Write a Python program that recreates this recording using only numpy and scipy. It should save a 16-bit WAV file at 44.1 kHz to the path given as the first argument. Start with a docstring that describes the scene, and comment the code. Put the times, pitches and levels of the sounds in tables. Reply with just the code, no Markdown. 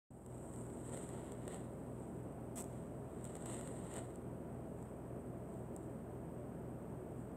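"""Household machines hum and throb in a low wash of room noise that fades in and stays throughout.
From the start, fingers rub and tick on a hand-held camera whose microphone port rings near 8 kHz.
At 2.56 s a fly lying on a wooden windowsill gives one 70 ms burst of its wings, which tick against
the wood, and drops back. The fingers are busy again from 3.2 to 4.2 s, then stir only faintly."""
import sys
import numpy as np
from scipy import signal
from scipy.fft import rfft, irfft
from scipy.io import wavfile

SR = 44100
rng = np.random.default_rng(int(sys.argv[2]) if len(sys.argv) > 2 else 0)


def file_out(sig):
    """Save sig as 16-bit WAV at sys.argv[1]."""
    # one column per channel
    cols = np.atleast_2d(sig).T
    # limit, then scale
    lim = np.clip(cols, -1, 1)
    pcm = np.round(lim * 32767).astype(np.int16)
    wavfile.write(sys.argv[1], SR, pcm)


N = 324576
TIME = np.arange(N) / SR
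FREQ = np.fft.rfftfreq(N, 1 / SR)

# camera case, knock spectrum: f/Hz, level/dB
CASE_BODY = [(100, -8), (300, 8.5), (600, 12), (1150, 0), (1400, 1), (1650, -6.5), (1900, 1), (2500, -11.5),
             (2900, -4.5), (3250, -7.5), (3900, -9.5), (4800, -23), (8000, -40.5)]


def amp(db):
    """Decibels to gain."""
    return 10 ** (np.asarray(db) / 20)


def unit_rms(x):
    """Scale to rms 1."""
    return x / np.sqrt(np.mean(x ** 2) + 1e-20)


def curve_db(points):
    """Rows (f/Hz, level/dB) interpolated onto FREQ, log-frequency axis."""
    hz, db = np.transpose(points)
    return np.interp(np.log(FREQ + 1), np.log(hz + 1), db)


def coloured(x, gain_db):
    """Minimum-phase filter, gain given on FREQ."""
    log_gain = np.log(amp(np.concatenate([gain_db, gain_db[-2:0:-1]])))
    response = np.exp(np.conj(signal.hilbert(log_gain)))[:len(gain_db)]
    return irfft(rfft(x) * response, N)


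def drift(hz):
    """Random wander of rms 1, up to about hz."""
    return unit_rms(irfft(rfft(rng.standard_normal(N)) * np.exp(-(FREQ / hz) ** 2), N))


def port_db(centre_hz=8270, width_hz=920, peak_db=17):
    """Resonance of the air in the microphone port, as gain on FREQ."""
    detuning = (FREQ - centre_hz) / (width_hz / 2)
    return 10 * np.log10(1 + amp(peak_db) ** 2 / (1 + detuning ** 2) ** 1.21)


def machine(hz, orders, waver_rad, crest_s=None):
    """Harmonics of one running speed; phase waver grows with order."""
    if crest_s is None:
        crest_s = rng.random()
    phase = 2 * np.pi * hz * (TIME - crest_s) + waver_rad * drift(hz=1.3)
    return sum(np.sqrt(2) * amp(db) * np.cos(order * phase) for order, db in orders)


def hum():
    """Fan, mains, blower, fridge. Fan order 3 beats with mains order 2 at about 4 Hz."""
    # harmonics of each machine: order, level/dB
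    fan_orders = [(2, -59.5), (3, -54), (4, -59), (5, -77.5), (6, -75.5), (7, -76.5), (8, -63.5),
                  (9, -66.5), (11, -71.5), (13, -66)]
    mains_orders = [(2, -57), (4, -61.5), (6, -70)]
    blower_orders = [(3, -66), (4, -69), (5, -63), (6, -67), (7, -70), (8, -70)]
    fridge_orders = [(1, -60.5)]
    fan = machine(hz=41.252, orders=fan_orders, waver_rad=0.06, crest_s=0.092)
    mains = machine(hz=59.98, orders=mains_orders, waver_rad=0.042, crest_s=0.092)
    blower = machine(hz=46.8, orders=blower_orders, waver_rad=0.11)
    fridge = machine(hz=59.2, orders=fridge_orders, waver_rad=0.05)
    return fan + mains + blower + fridge


def air(level_db=-47.5, start_db=-3.5, rise_s=0.67, swell_db=0.2):
    """Moving air, coloured by room resonances."""
    # air noise spectrum: f/Hz, level/dB
    air_spectrum = [(20, -32.5), (45, -23), (75, -14), (105, -9), (135, -5), (240, -2), (400, -7.5),
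                    (480, -9.5), (670, -9.5), (800, -15.5), (1050, -19.5), (1400, -24.5), (2000, -33),
                    (3200, -42), (4500, -63), (9000, -81)]
    # room resonances: f/Hz, width/Hz, boost/dB
    room_modes = [(144, 14, 3), (160, 5.3, 2.5), (195, 26, 3), (243.6, 27, 2.5), (268, 9.6, 0.5),
                  (327, 7.1, 5.5), (372.2, 11, 6), (405, 23, 7.5), (426, 9, 1), (446, 8, 7.5),
                  (502, 9, 2.5), (542, 14, 3), (589, 18, 5.5), (652, 9.6, 1.5), (678.4, 14, 6),
                  (788.5, 7.4, 7.5), (907, 8, 6), (974, 10, 6.5)]
    modes_db = sum(db / (1 + ((FREQ - hz) / (width_hz / 2)) ** 2) for hz, width_hz, db in room_modes)
    wash = coloured(rng.standard_normal(N), curve_db(air_spectrum) + modes_db)
    rise_db = start_db * np.maximum(1 - TIME / rise_s, 0)
    return amp(level_db + rise_db + swell_db * drift(hz=5.3)) * unit_rms(wash)


def electronics(hiss_db=-73.5, jitter_hz=8):
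    """Microphone hiss and three harmonics of a thin, drifting electronic whine."""
    # hiss spectrum: f/Hz, level/dB
    hiss_spectrum = [(1000, -5), (4000, -1), (6000, -3.5), (7700, -3), (8350, 2.5), (9100, -2.5),
                     (10300, -6), (11500, 4), (12200, 3), (12500, -3), (13200, 8), (15500, -3)]
    # whine fundamental: t/s, f/Hz
    whine_pitch = [(0.45, 3709), (1.15, 3646), (1.5, 3573), (1.86, 3541), (2.15, 3632), (2.6, 3542),
                   (2.85, 3595), (3.4, 3589), (4.4, 3505), (7.36, 3465)]
    # whine harmonics: order, initial level/dB, slope/(dB/s)
    whine_orders = [(2, -94, 0), (3, -85.5, -1.4), (4, -90, .7)]
    hiss = unit_rms(coloured(rng.standard_normal(N), curve_db(hiss_spectrum) + port_db()))
    whine_hz = np.interp(TIME, *np.transpose(whine_pitch)) + jitter_hz * drift(hz=150)
    phase = 2 * np.pi * np.cumsum(whine_hz) / SR
    whine = sum(np.sqrt(2) * amp(db + db_per_s * TIME) * np.sin(order * phase)
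                for order, db, db_per_s in whine_orders)
    return amp(hiss_db) * hiss + whine


def crackle(ticks_per_s=450, base_db=-72, spread_db=2.5, start_db=5.5, settle_s=2.3):
    """Very faint high ticks that weaken as the hand settles."""
    # tick spectrum: f/Hz, level/dB
    crackle_spectrum = [(2000, -17), (6000, -9), (8300, 6.5), (11500, 10.5), (15000, -10)]
    settling_db = start_db * np.exp(-TIME / settle_s)
    size = amp(base_db + settling_db + spread_db * np.minimum(rng.exponential(1, N), 4))
    ticks = size * (rng.random(N) < ticks_per_s / SR)
    return coloured(ticks, curve_db(crackle_spectrum) + port_db())


def slide_gains():
    """Each finger slide gathers speed and dies away. Returns friction and rumble envelopes."""
    # slides on the case: peak t/s, rise/s, fall/s, friction level/dB, rumble level/dB
    slides = [(.56, .35, 0.6, -62.5, -69), (.95, 0.087, 0.15, -53.5, -54), (1.15, 0.11, 0.36, -66, -59),
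              (1.525, .045, 0.066, -57, -51.5), (2.04, 0.16, .2, -70.5, -73), (2.75, 0.12, 0.16, -70, -67),
              (3.27, 0.11, 0.18, -62.5, -60), (3.52, 0.09, 0.18, -52, -51),
              (3.955, 0.11, 0.083, -55.5, -51.5), (4.82, .1, .1, -72, -74), (5.56, .08, 0.074, -70.5, -75),
              (5.82, 0.079, 0.098, -72, -76), (7.22, .06, 0.057, -72, -78)]
    power = np.zeros((2, N))
    for peak_s, rise_s, fall_s, friction_db, rumble_db in slides:
        speed = np.exp(-np.maximum((peak_s - TIME) / rise_s, (TIME - peak_s) / fall_s))
        power += (amp([[friction_db], [rumble_db]]) * speed) ** 2
    return np.sqrt(power)


def rubbing(friction_gain, rumble_gain, slips_per_s=7000, spread_db=3, clump_db=1.37):
    """Skin slips in tiny uneven jerks: fine rasp at the port, rumble in the case."""
    # skin friction spectrum: f/Hz, level/dB
    rasp_spectrum = [(2000, -29.5), (5000, -22.5), (6300, -11.5), (7200, 2), (7800, 2.5), (8600, 1),
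                     (9000, 2.5), (9800, -11.5), (10600, -7), (11200, 0), (12400, -14.5), (13200, -23),
                     (14400, -14), (16000, -24.5)]
    size = amp(spread_db * np.minimum(rng.exponential(1, N), 5)) * rng.standard_normal(N)
    slips = unit_rms(size * (rng.random(N) < slips_per_s / SR))
    smooth_drag = 0.99 * rng.standard_normal(N)
    force = (slips + smooth_drag) * amp(clump_db * drift(hz=45))
    rasp = amp(db=1.2) * unit_rms(coloured(force, curve_db(rasp_spectrum) + port_db()))
    rumble = amp(db=1) * unit_rms(coloured(force, curve_db(CASE_BODY)))
    return friction_gain * rasp + rumble_gain * rumble


def contacts(hits, tick_spectrum, knock_spectrum, tick_db, knock_db, scuff_ratio, scuff_t60_s):
    """Each hit is a sharp push, then a short scuff; heard as a bright tick and a duller knock."""
    t = np.arange(SR // 25) / SR
    tick_force, knock_force = np.zeros((2, N))
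    for hit_s, level_db, weight_db in hits:  # weight: knock relative to tick
        scuff = rng.standard_normal(len(t)) * amp(-60 * t / scuff_t60_s) * (t > 0.0005)
        push = amp(level_db) * ((t == 0) + scuff_ratio * scuff / np.linalg.norm(scuff))
        at = round(hit_s * SR)
        tick_force[at:at + len(t)] += push
        knock_force[at:at + len(t)] += push * amp(weight_db)
    tick = coloured(tick_force, curve_db(tick_spectrum) + port_db() + tick_db)
    knock = coloured(knock_force, curve_db(knock_spectrum) + knock_db)
    return tick + knock


def snags(friction_gain, per_s=16, above_friction_db=11, weight_db=1, spread_db=1.8):
    """Sliding skin catches at random, scaled to its slide. Rows: t/s, level/dB, weight/dB."""
    at = np.flatnonzero(rng.random(N - SR // 10) < per_s / SR)
    level_scatter_db, weight_scatter_db = spread_db * rng.standard_normal((len(at), 2)).T
    level_db = 20 * np.log10(friction_gain[at]) + above_friction_db + level_scatter_db
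    return np.transpose([at / SR, level_db, weight_db + weight_scatter_db])


def finger_ticks(friction_gain):
    """Fingers tick and snag on the camera case."""
    # clearest finger contacts: t/s, level/dB, weight/dB
    taps = [(.2628, -43, -4), (.5615, -45, -10), (.946, -44, 4), (.974, -45, 9), (1.0907, -40.5, -2),
            (1.3207, -40, 0), (1.4793, -36.5, 4), (1.5443, -38.5, 1), (3.2433, -40, -14),
            (3.2521, -36.5, -4.5), (3.354, -39, 2.5), (3.3675, -41, -2), (3.4583, -37.5, -1),
            (3.4612, -39.5, 4), (3.499, -46, 5), (3.6115, -39, 1), (3.6752, -40.5, 4), (3.94, -38.5, -2),
            (3.9643, -36.5, -7), (3.9703, -45.5, 11.5), (4.1578, -44, -3), (4.827, -50, -6),
            (5.7639, -38, -16)]
    # case tick spectrum: f/Hz, level/dB
    case_tick = [(1500, -39), (4500, -15.5), (6300, -9.5), (7500, 3), (9800, -6.5), (12000, -2),
                 (14000, -11), (16000, -10)]
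    return contacts([*taps, *snags(friction_gain)], case_tick, CASE_BODY,
                    tick_db=6.1, knock_db=14, scuff_ratio=0.69, scuff_t60_s=0.0051)


def wing_hits(start_s=2.5586, full_s=2.586, stop_s=2.627):
    """Wing strokes swell to full effort, then tire and slow. Rows: t/s, level/dB, weight/dB."""
    wingbeat_hz, sag_hz_per_s = 204, 1400
    swell_db_per_s, tire_db_per_s = 110, 75
    downstroke_db, graze_db, uneven_db = -43, -10, 1.9
    t = np.arange(start_s, stop_s, 1 / SR)
    beat_hz = wingbeat_hz - sag_hz_per_s * np.maximum(t - full_s, 0)
    half_beats = np.floor(2 * np.cumsum(beat_hz) / SR)
    hit_s = t[np.diff(half_beats, prepend=-1) > 0]
    effort_db = -np.maximum(swell_db_per_s * (full_s - hit_s), tire_db_per_s * (hit_s - full_s))
    level_scatter_db, weight_scatter_db = uneven_db * rng.standard_normal((len(hit_s), 2)).T
    is_upstroke = np.arange(len(hit_s)) % 2  # upstrokes only graze the wood
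    level_db = downstroke_db + effort_db + graze_db * is_upstroke + level_scatter_db
    weight_db = 3.5 + 2.3 * effort_db + weight_scatter_db  # harder strokes knock more
    return np.transpose([hit_s, level_db, weight_db])


def fly():
    """Wings strike the wooden sill, then the fly drops back on it."""
    # wing tick and sill knock spectra: f/Hz, level/dB
    wing_tick = [(1500, -30), (4500, -12), (5800, -0.5), (7600, 3), (8600, 0.5), (10200, -1), (11400, 4),
                 (13800, -3), (16000, -6)]
    sill_knock = [(150, -3), (550, 4), (950, 10.5), (1350, 2), (1750, -4), (2400, 0), (3050, -3.5),
                  (3400, 0), (4500, -17), (8000, -28)]
    # body landing on the sill: t/s, level/dB, weight/dB
    landing = (2.6415, -47.5, -3)
    return contacts([*wing_hits(), landing], wing_tick, sill_knock,
                    tick_db=8.5, knock_db=12, scuff_ratio=1.0, scuff_t60_s=0.014)


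def room_echo(x, level_db=-14.5, t60_s=0.83):
    """Dense, faint tail of room reflections."""
    t = np.arange(SR // 2) / SR
    tail = rng.standard_normal(len(t)) * amp(-60 * t / t60_s)
    return amp(level_db) * signal.fftconvolve(x, tail / np.linalg.norm(tail))[:N]


def scene():
    """Mono mix: background, hand on the camera, fly with its echo."""
    background = hum() + air() + electronics() + crackle()
    friction_gain, rumble_gain = slide_gains()
    rub = rubbing(friction_gain, rumble_gain)
    burst = fly()
    ticks = finger_ticks(friction_gain)
    return (background + rub + ticks + burst + room_echo(burst))[None]


def record(dry, open_s=0.104, ramp_s=0.003, cutoff_hz=15800):
    """The camera's input opens, fades up and limits the band."""
    # fade-in: t/s, gain/dB
    fade_in = [(.1, -9.5), (.26, -6), (.34, -3), (.5, -2.7)]
    fade = amp(np.interp(TIME, *np.transpose(fade_in)))
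    gate = np.clip((TIME - open_s) / ramp_s, 0, 1)
    lowpass = signal.firwin(511, cutoff_hz, window=("kaiser", 9), fs=SR)
    return signal.oaconvolve(dry * fade * gate, lowpass[None], "same")


dry = scene()
out = record(dry)
file_out(out)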